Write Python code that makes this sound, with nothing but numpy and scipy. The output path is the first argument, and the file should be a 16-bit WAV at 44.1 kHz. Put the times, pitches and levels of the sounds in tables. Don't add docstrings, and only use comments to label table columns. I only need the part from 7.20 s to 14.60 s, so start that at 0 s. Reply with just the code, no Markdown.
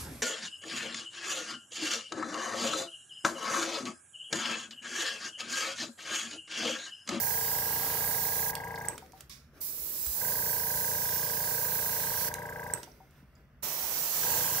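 import sys
import numpy as np
from scipy import signal
from scipy.fft import rfft, irfft, next_fast_len
from scipy.io import wavfile
from scipy.ndimage import uniform_filter1d, map_coordinates

SR = 44100
rng = np.random.default_rng(int(sys.argv[2]) if len(sys.argv) > 2 else 0)


def convert_level_to_amplitude(level_db):
    exponent = np.asarray(level_db, float) / 20
    return 10 ** exponent


def waveform_to_disk(signal):
    frames = np.transpose(np.atleast_2d(signal))
    scaled = np.clip(frames, -1, 1) * 32767
    samples = np.round(scaled).astype(np.int16)
    wavfile.write(sys.argv[1], SR, samples)


N = 326340
TIME = np.arange(N) / SR
PAD, FRAME, LONGEST = 8192, 512, SR // 3

# (frequency [Hz], relative level per Hz [dB])
NOZZLE_COLOUR = [(4120, -35), (7000, -20), (7480, -32), (8070, -3.5), (8730, -10.5), (11400, 0),
                 (12300, 4.5), (13400, 0.5), (15000, 7.5), (15600, 6.5), (16000, -7)]
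SPLASH_COLOUR = [(1470, -16), (2500, -5.5), (2720, -7), (3340, -8), (4160, -1.5), (5380, 1), (7460, 1),
                 (8090, -5.5), (9000, -10), (11700, -2.5), (19800, -120)]
ROAR_COLOUR = [(35, -35.5), (60, -10), (102, -36), (138, -5.5), (280, -10.5), (500, -4.5), (838, -5),
               (928, -2.5), (1420, -9.5), (3500, -13), (4550, -29), (7700, -120)]
CASING_COLOUR = [(24, -25.5), (40, -5.5), (60, -2.5), (100, -7), (163, -6.5), (402, -39), (455, -4),
                 (680, -6), (965, 0.5), (1120, -11), (1340, -40.5), (1550, -5.5), (2980, -42),
                 (5870, -43.5), (10200, -28), (14800, -21.5), (16000, -23.5)]
INTAKE_COLOUR = [(1760, -60), (3000, -25), (3570, -15), (8400, -6.5), (10000, -13), (14200, 0.5),
                 (16000, -18.5)]
HISS_COLOUR = [(1470, -38), (2500, -9), (3130, -20.5), (3570, -7), (5740, -5), (7250, -15), (14900, -5),
               (16000, -3.5)]
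RUSTLE_COLOUR = [(350, -39.5), (600, -5), (874, -10), (1610, -4.5), (3500, -19.5), (4550, -46.5),
                 (7700, -120)]
MURMUR_COLOUR = [(88, -59.5), (150, -29.5), (317, -14.5), (615, -19.5), (700, -29), (910, -60),
                 (1540, -120)]
HUM_COLOUR = [(15, -58.5), (25, -15.5), (64, 2.5), (108, -15), (135, -0.5), (172, -10.5), (250, -11),
              (320, -39), (550, -120)]
PUFF_COLOUR = [(590, -55), (1000, -16), (1120, -3), (1220, -18), (2230, -7), (3230, -12), (3540, -5),
               (5830, -6.5), (8260, -16), (14900, -15), (16000, -15)]

# (frequency [Hz], left minus right [dB])
HEAD_SHADOW = [(60, -0.5), (99, 0.0), (160, 0.5), (270, 0.5), (450, 2.5), (740, 3.0), (1220, 2.5),
               (2010, 1.5), (3330, -4.5), (5500, -10.0), (9080, -9.5), (15000, -4)]
# (frequency [Hz], likeness [0-1])
LIKENESS = [(100, .95), (700, .975), (1500, .85), (4000, .85), (15000, .85)]
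# (frequency [Hz], rms turn [radians])
PHASE_DRIFT = [(300, .05), (1500, 1.1), (4000, 1.7)]
# (frequency [Hz], phase lead [radians])
PUMP_LEAD = [(200, .15), (700, .35), (1000, 1.2), (1600, 1.3), (2200, 1.2)]
# (frequency [Hz], t60 [s])
ROOM_DECAY = [(150, .35), (2000, 0.33), (8000, 0.22), (16000, 0.33)]
# (frequency [Hz], gain [dB])
ROOM_GAIN = [(100, -17), (400, -5), (1500, 8), (16000, 0)]

# (opens [s], shuts [s])
PULLS = [(-1, 1.31), (2.409, 5.09), (6.428, 7.5)]
# (full hiss [dB], hiss at first below full [dB], splash against the hiss [dB])
PULL_AIR = [(-31.5, 8, -11.5), (-32, 7, -10.5), (-31, 5.5, -8)]
# (time [s], level against the hiss [dB])
SWEEP = [(0, -20), (.5, -15.5), (.7, -11), (.9, -17), (1.3, -23), (2.42, -25), (2.6, -24.5), (3.7, -22.5),
         (4.3, -19.5), (5.08, -16.5), (6.44, -8.5), (6.9, -13), (7.15, -12), (7.4, -13.5)]

# (first stroke [s], last stroke [s], count [strokes])
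RUNS = [dict(first=-.0708, last=1.6805, count=51), dict(first=3.0123, last=5.5329, count=73),
        dict(first=7.0302, last=7.4152, count=12)]
# (time [s], force against a driven stroke [dB])
COASTING = [(1.729, -7.5), (5.572, -6), (5.612, -15)]
# (frequency [Hz], t60 [s], moment in the turn [0-1], level in runs one, two, three [dB])
PUMP_MODES = [(60, 0.09, 0.21, -70, -61, -61), (85.5, 0.28, 0, -53, -53.5, -54),
              (123.8, 0.13, 0.19, -43.5, -44, -42.5), (168.4, 0.15, .25, -49, -48, -49),
              (245.4, 0.11, .3, -54, -55, -59), (453.5, 0.15, 0.03, -45.5, -48, -50),
              (505, 0.076, .24, -47, -42.5, -42.5), (598, 0.16, .6, -51.5, -46.5, -48),
              (694, .06, 0.5, -52, -56.5, -50), (792.5, 0.093, .01, -40, -46, -45),
              (870, 0.18, .45, -43.5, -60.5, -43.5), (954.7, 0.15, .43, -40, -39.5, -38.5),
              (976, .08, .727, -46.5, -42, -45), (1564, 0.065, 0.03, -49, -36.5, -37),
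              (1628, 0.11, 0, -38, -44, -43), (1720, 0.046, 0.06, -43, -41, -39.5),
              (2000, 0.035, 0.01, -38, -41, -41.5), (2160, 0.026, 0.07, -40.5, -46, -49)]
# (frequency [Hz], level [dB])
MOTOR_TONES = [(91.5, -61.5), (120, -60.5), (148.5, -65), (177, -64.5)]
# (level while it runs [dB], level as it stops [dB], fast t60 [s],
# slower tail [dB], its t60 [s], floor [dB])
RUNDOWN = [(-57, -59, 0.76, -65.5, 2, -84.5), (-57, -52.5, 0.3, -70, 4.4, -75),
           (-58.5, -52, 0.64, -70.5, 2.6, -78.5)]
# (centre [s], half length [s], hiss [dB], rustle [dB], murmur [dB])
STIRS = [(1.997, 0.072, -62, -69, -73), (2.379, 0.053, -64, -65, -63), (2.75, 0.45, -66, -68, -58),
         (5.98, 0.069, -73, -73, -79), (6.19, 0.075, -81, -76, -74)]

# (time [s], snap [dB], ring [dB])
SNAPS = [(1.353, -24, -62), (5.1405, -24.5, -54)]
# (time [s], level [dB], centre [Hz], spread [octaves])
TINKS = [(1.558, -45, 4200, .6), (5.7164, -56, 5760, .1), (6.1535, -58, 4950, .087),
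         (6.153, -66, 6960, .15)]
# (time [s], level [dB])
SWITCH = [(1.6853, -11), (2.8654, -22), (5.5371, -9.5)]
# (frequency [Hz], level within the click [dB], t60 [s])
CONTACT_MODES = [(5960, -17.5, 0.012), (8000, -16.5, 0.022), (8250, 7.3, 0.0047), (8400, -22.5, 0.013),
                 (11600, -19.5, 0.012), (14900, -22.5, .008)]
# (time [s], level [dB], centre [Hz], t60 [s])
TICKS = [(1.779, -39, 1800, 0.032), (1.862, -53, 600, .015), (1.9212, -51.5, 3000, .017),
         (1.977, -57, 2500, .02), (2.007, -40.5, 3980, 0.023), (2.096, -47, 6800, .025),
         (2.864, -35.5, 1800, .012), (5.6316, -41, 2000, .04), (5.909, -61, 12000, .018)]
# (time [s], level [dB], frequency [Hz])
KNOCKS = [(1.823, -45.5, 760), (1.934, -46.5, 765), (5.674, -47.5, 747), (5.803, -49, 767),
          (6.028, -51, 200)]
# (time [s], level [dB], held [s], t60 [s])
PUFFS = [(2.096, -49, 0.03, 0.31)]
# (time [s], level [dB])
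MOTOR_KICK = [(2.868, -36)]

STRIPES_DB = 2.0
JET_LAG_S = 0.000221


def unit(x):
    return x / np.sqrt(np.mean(x ** 2) + 1e-20)


def along(points, hz):
    f, v = np.transpose(points)
    return np.interp(np.log(hz + 1), np.log(f + 1), v)


def filtered(x, response):
    m = next_fast_len(N + PAD)
    return irfft(rfft(x, m) * response(np.fft.rfftfreq(m, 1 / SR)), m)[..., :N]


def ears(pair):
    return filtered(pair, lambda hz: convert_level_to_amplitude(np.outer([.5, -.5], along(HEAD_SHADOW, hz))))


def patches(shape):
    across_bands = uniform_filter1d(rng.standard_normal(shape), size=3, axis=-2)
    return unit(uniform_filter1d(across_bands, size=50, axis=-1))


def rush(colour, stripes_db, lag_s=0):
    hz, _, (a, b) = signal.stft(rng.standard_normal((2, N)), SR, nperseg=FRAME)
    share = np.clip(along(LIKENESS, hz), 0, 1)[:, None]
    turn = 2 * np.pi * hz[:, None] * lag_s + along(PHASE_DRIFT, hz)[:, None] * patches(a.shape)
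    left = share * a * np.exp(-1j * turn) + np.sqrt(1 - share ** 2) * b
    pair = np.array([left, a])
    depth_db = stripes_db * np.clip(hz / 1000, .1, 1)[:, None]
    striped = pair * convert_level_to_amplitude(depth_db * patches(pair.shape))
    noise = signal.istft(striped, nperseg=FRAME)[1][:, :N]
    return unit(filtered(noise, lambda f: convert_level_to_amplitude(along(colour, f))))


def fade(t60):
    return np.exp(-np.log(1000) * TIME[:LONGEST] / max(t60, .002))


def ring(hz, t60, attack_s):
    t = TIME[:LONGEST]
    return np.sin(2 * np.pi * hz * t) * fade(t60) * (1 - np.exp(-t / attack_s))


def burst(centre_hz, octaves, t60):
    hz = np.fft.rfftfreq(LONGEST, 1 / SR)
    band = np.exp(-(np.log2((hz + 1) / centre_hz) / octaves) ** 2)
    return unit(irfft(rfft(rng.standard_normal(LONGEST)) * band, LONGEST)) * fade(t60)


def add(track, s, sound):
    part = track[round(s * SR):][:len(sound)]
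    part += sound[:len(part)]


def struck(times, gains, sound):
    blows = np.zeros(N + 2 * PAD)
    blows[PAD + np.round(times * SR).astype(int)] = gains
    return signal.oaconvolve(blows, sound)[PAD:PAD + N]


def gate(spans, rise_s):
    return sum(np.clip(np.minimum(TIME - a, b - TIME) / rise_s + .5, 0, 1) for a, b in spans)


def airbrush():
    opens_s, shuts_s = np.transpose(PULLS)
    full_db, weak_db, splash_db = np.transpose(PULL_AIR)
    pull = np.searchsorted((shuts_s[:-1] + opens_s[1:]) / 2, TIME)
    since = np.maximum(TIME - opens_s[pull], 0)

    wait_s, swell_s, settle_s = .15, .52, 0.17
    swell = np.clip((since - wait_s) / swell_s, 0, 1)
    spurt_db = 2 * np.exp(-since / .07)
    crest_db = 0.5 * swell * np.exp(-np.maximum(since - wait_s - swell_s, 0) / settle_s)
    hiss_db = full_db[pull] - weak_db[pull] * (1 - swell) + spurt_db + crest_db
    flutter_db = .4 * map_coordinates(rng.standard_normal(200), [TIME * 20])

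    roar_db = np.interp(TIME, *np.transpose(SWEEP))
    splash_db = splash_db[pull] + 0.18 * (roar_db + 18)
    jet = rush(NOZZLE_COLOUR, STRIPES_DB, JET_LAG_S)
    jet = jet + convert_level_to_amplitude(splash_db) * rush(SPLASH_COLOUR, STRIPES_DB, JET_LAG_S)
    jet = jet + convert_level_to_amplitude(roar_db) * rush(ROAR_COLOUR, 0.75)
    return ears(jet) * convert_level_to_amplitude(hiss_db + flutter_db) * gate(PULLS, rise_s=0.0092)


def pump_strokes():
    lead_s = .0006
    strokes = [np.linspace(r["first"], r["last"], r["count"]) for r in RUNS]
    strokes = [s - lead_s * np.sin(np.linspace(0, np.pi, len(s))) for s in strokes]
    coasting_run = [0, 1, 1]
    run = np.concatenate([np.full(len(s), k) for k, s in enumerate(strokes)] + [coasting_run])
    coast_s, coast_db = np.transpose(COASTING)
    times = np.concatenate(strokes + [coast_s])
    force_db = np.concatenate([np.zeros(len(times) - len(coast_s)), coast_db])
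    return times, run, force_db


def pump_body(times, run, force_db, turn_s, scatter):
    body = np.zeros(N)
    for (hz, t60, moment, *run_db), chance in zip(PUMP_MODES, scatter.T):
        blow_s = times + moment * turn_s + .00002 * chance
        blow_db = np.take(run_db, run) + force_db + 0.88 * chance
        body += struck(blow_s, convert_level_to_amplitude(blow_db), ring(hz, t60, attack_s=0.00073))
    return body


def check_valve(times, run, turn_s, chance):
    left_s = np.take([r["last"] for r in RUNS], run) - times
    tick_db = -47.0 - 9 * np.clip(left_s / 0.33, 0, 1) + 2.5 * chance
    return struck(times + .76 * turn_s, convert_level_to_amplitude(tick_db), ring(5800, 0.023, attack_s=0.0012))


def motor_hum(running):
    return sum(convert_level_to_amplitude(db) * np.sin(2 * np.pi * hz * TIME) for hz, db in MOTOR_TONES) * running


def casing_rattle(running):
    return convert_level_to_amplitude(-48) * rush(CASING_COLOUR, 1.5) * running


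def intake_puffs(times, force_db, chance):
    swells = struck(times, convert_level_to_amplitude(force_db + 2.2 * chance), np.hanning(round(.022 * SR)))
    return convert_level_to_amplitude(-51.5) * rush(INTAKE_COLOUR, 1.5) * swells


def compressor():
    times, run, force_db = pump_strokes()
    turn_s = np.median(np.diff(times))
    scatter = rng.standard_normal((len(times), len(PUMP_MODES)))
    running = gate([(r["first"] - .05, r["last"] + 0.013) for r in RUNS], rise_s=0.12)
    body = pump_body(times, run, force_db, turn_s, scatter)
    body += check_valve(times, run, turn_s, scatter[:, 0]) + motor_hum(running)
    return body, casing_rattle(running) + intake_puffs(times, force_db, scatter[:, 1])


def room_hum():
    return convert_level_to_amplitude(-59) * rush(HUM_COLOUR, STRIPES_DB)


def pump_rundown():
    coast_s = .03
    since_runs = []
    for r in RUNS:
        stopped = np.clip(TIME - r["last"] - coast_s, (TIME > r["last"]) / SR, None)
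        since_runs.append(np.where(TIME > r["first"], stopped, np.inf))
    since = np.min(since_runs, axis=0)

    faint = 0
    for k, colour in enumerate((HISS_COLOUR, RUSTLE_COLOUR, MURMUR_COLOUR)):
        running_db, fast_db, fast_t60, slow_db, slow_t60, floor_db = RUNDOWN[k]
        dying = convert_level_to_amplitude(fast_db - 60 * since / fast_t60) + convert_level_to_amplitude(slow_db - 60 * since / slow_t60) + convert_level_to_amplitude(floor_db)
        gain = np.where(since > 0, dying, convert_level_to_amplitude(running_db))
        for s, half_s, *stir_db in STIRS:
            gain = gain + convert_level_to_amplitude(stir_db[k]) * np.clip(1 - abs(TIME - s) / half_s, 0, 1)
        faint = faint + gain * rush(colour, STRIPES_DB)
    return ears(faint)


def trigger_snaps(track):
    for s, db, ring_db in SNAPS:
        snap = burst(5700, 4.7, 0.013)
        add(track, s, convert_level_to_amplitude(db) * snap + convert_level_to_amplitude(ring_db) * ring(8700, .15, attack_s=.001))


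def tinks(track):
    for s, db, centre_hz, octaves in TINKS:
        add(track, s, convert_level_to_amplitude(db) * burst(centre_hz, octaves, .033))


def pressure_switch(track):
    for s, db in SWITCH:
        click = 0.045 * rng.standard_normal(LONGEST) * fade(.02)
        for hz, mode_db, t60 in CONTACT_MODES:
            click += convert_level_to_amplitude(mode_db) * ring(hz, t60, attack_s=0.001)
        add(track, s, convert_level_to_amplitude(db) * click)


def ticks(track):
    for s, db, centre_hz, t60 in TICKS:
        add(track, s, convert_level_to_amplitude(db) * burst(centre_hz, 2.8, t60))


def settling_knocks(track):
    t60 = 0.11
    for s, db, hz in KNOCKS:
        low = ring(hz, t60, attack_s=0.0015)
        high = 1.6 * ring(1.2 * hz, 0.27 * t60, attack_s=0.0013)
        add(track, s, convert_level_to_amplitude(db) * (low + high))


def puff():
    s, db, held_s, t60 = PUFFS[0]
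    fall_db = -60 * np.clip(TIME - s - held_s, 0, 1) / t60
    return ears(rush(PUFF_COLOUR, STRIPES_DB, JET_LAG_S)) * convert_level_to_amplitude(db + fall_db) * (TIME > s)


def motor_groan(track):
    for s, db in MOTOR_KICK:
        groan = ring(62, .35, attack_s=0.0022) * (TIME[:LONGEST] < .05)
        add(track, s, convert_level_to_amplitude(db) * groan)


def clicks():
    track = np.zeros(N)
    for source in (trigger_snaps, tinks, pressure_switch, ticks, settling_knocks, motor_groan):
        source(track)
    return track


def room(pair):
    hz, t, z = signal.stft(rng.standard_normal((2, LONGEST)), SR, nperseg=FRAME // 2)
    decay = np.exp(-np.log(1000) * t / along(ROOM_DECAY, hz)[:, None])
    tail = signal.istft(z * decay, SR, nperseg=FRAME // 2)[1]
    tail = tail / np.linalg.norm(tail[0])
    tail = np.pad(tail, ((0, 0), (round(.003 * SR), 0)))
    wet = signal.oaconvolve(pair, tail, axes=1)[:, :N]
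    return filtered(wet, lambda f: convert_level_to_amplitude(along(ROOM_GAIN, f)))


def scene():
    jet = airbrush() + puff()
    body, rattle = compressor()
    body = filtered(body, lambda hz: np.exp(1j * np.outer([.5, -.5], along(PUMP_LEAD, hz))))
    rattle = ears(rattle)
    near = ears(np.array([clicks()] * 2))
    wet = room(convert_level_to_amplitude(-11.0) * near + convert_level_to_amplitude(-14) * jet + convert_level_to_amplitude(-10) * rattle)
    return near + jet + rattle + ears(body) + wet + room_hum() + pump_rundown()


def top_cut(x):
    return signal.sosfilt(signal.butter(12, 17070, fs=SR, output="sos"), x)


def record(dry):
    top_hz, bass_hz = 15760, 38

    def band(hz):
        treble_cut = np.clip((top_hz - hz) / 80 + .5, 0, 1) ** 2
        return treble_cut / (1 + (bass_hz / (hz + 1)) ** 4)

    mix = filtered(dry, band)
    return top_cut(mix)


dry = scene()
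out = record(dry)
waveform_to_disk(out)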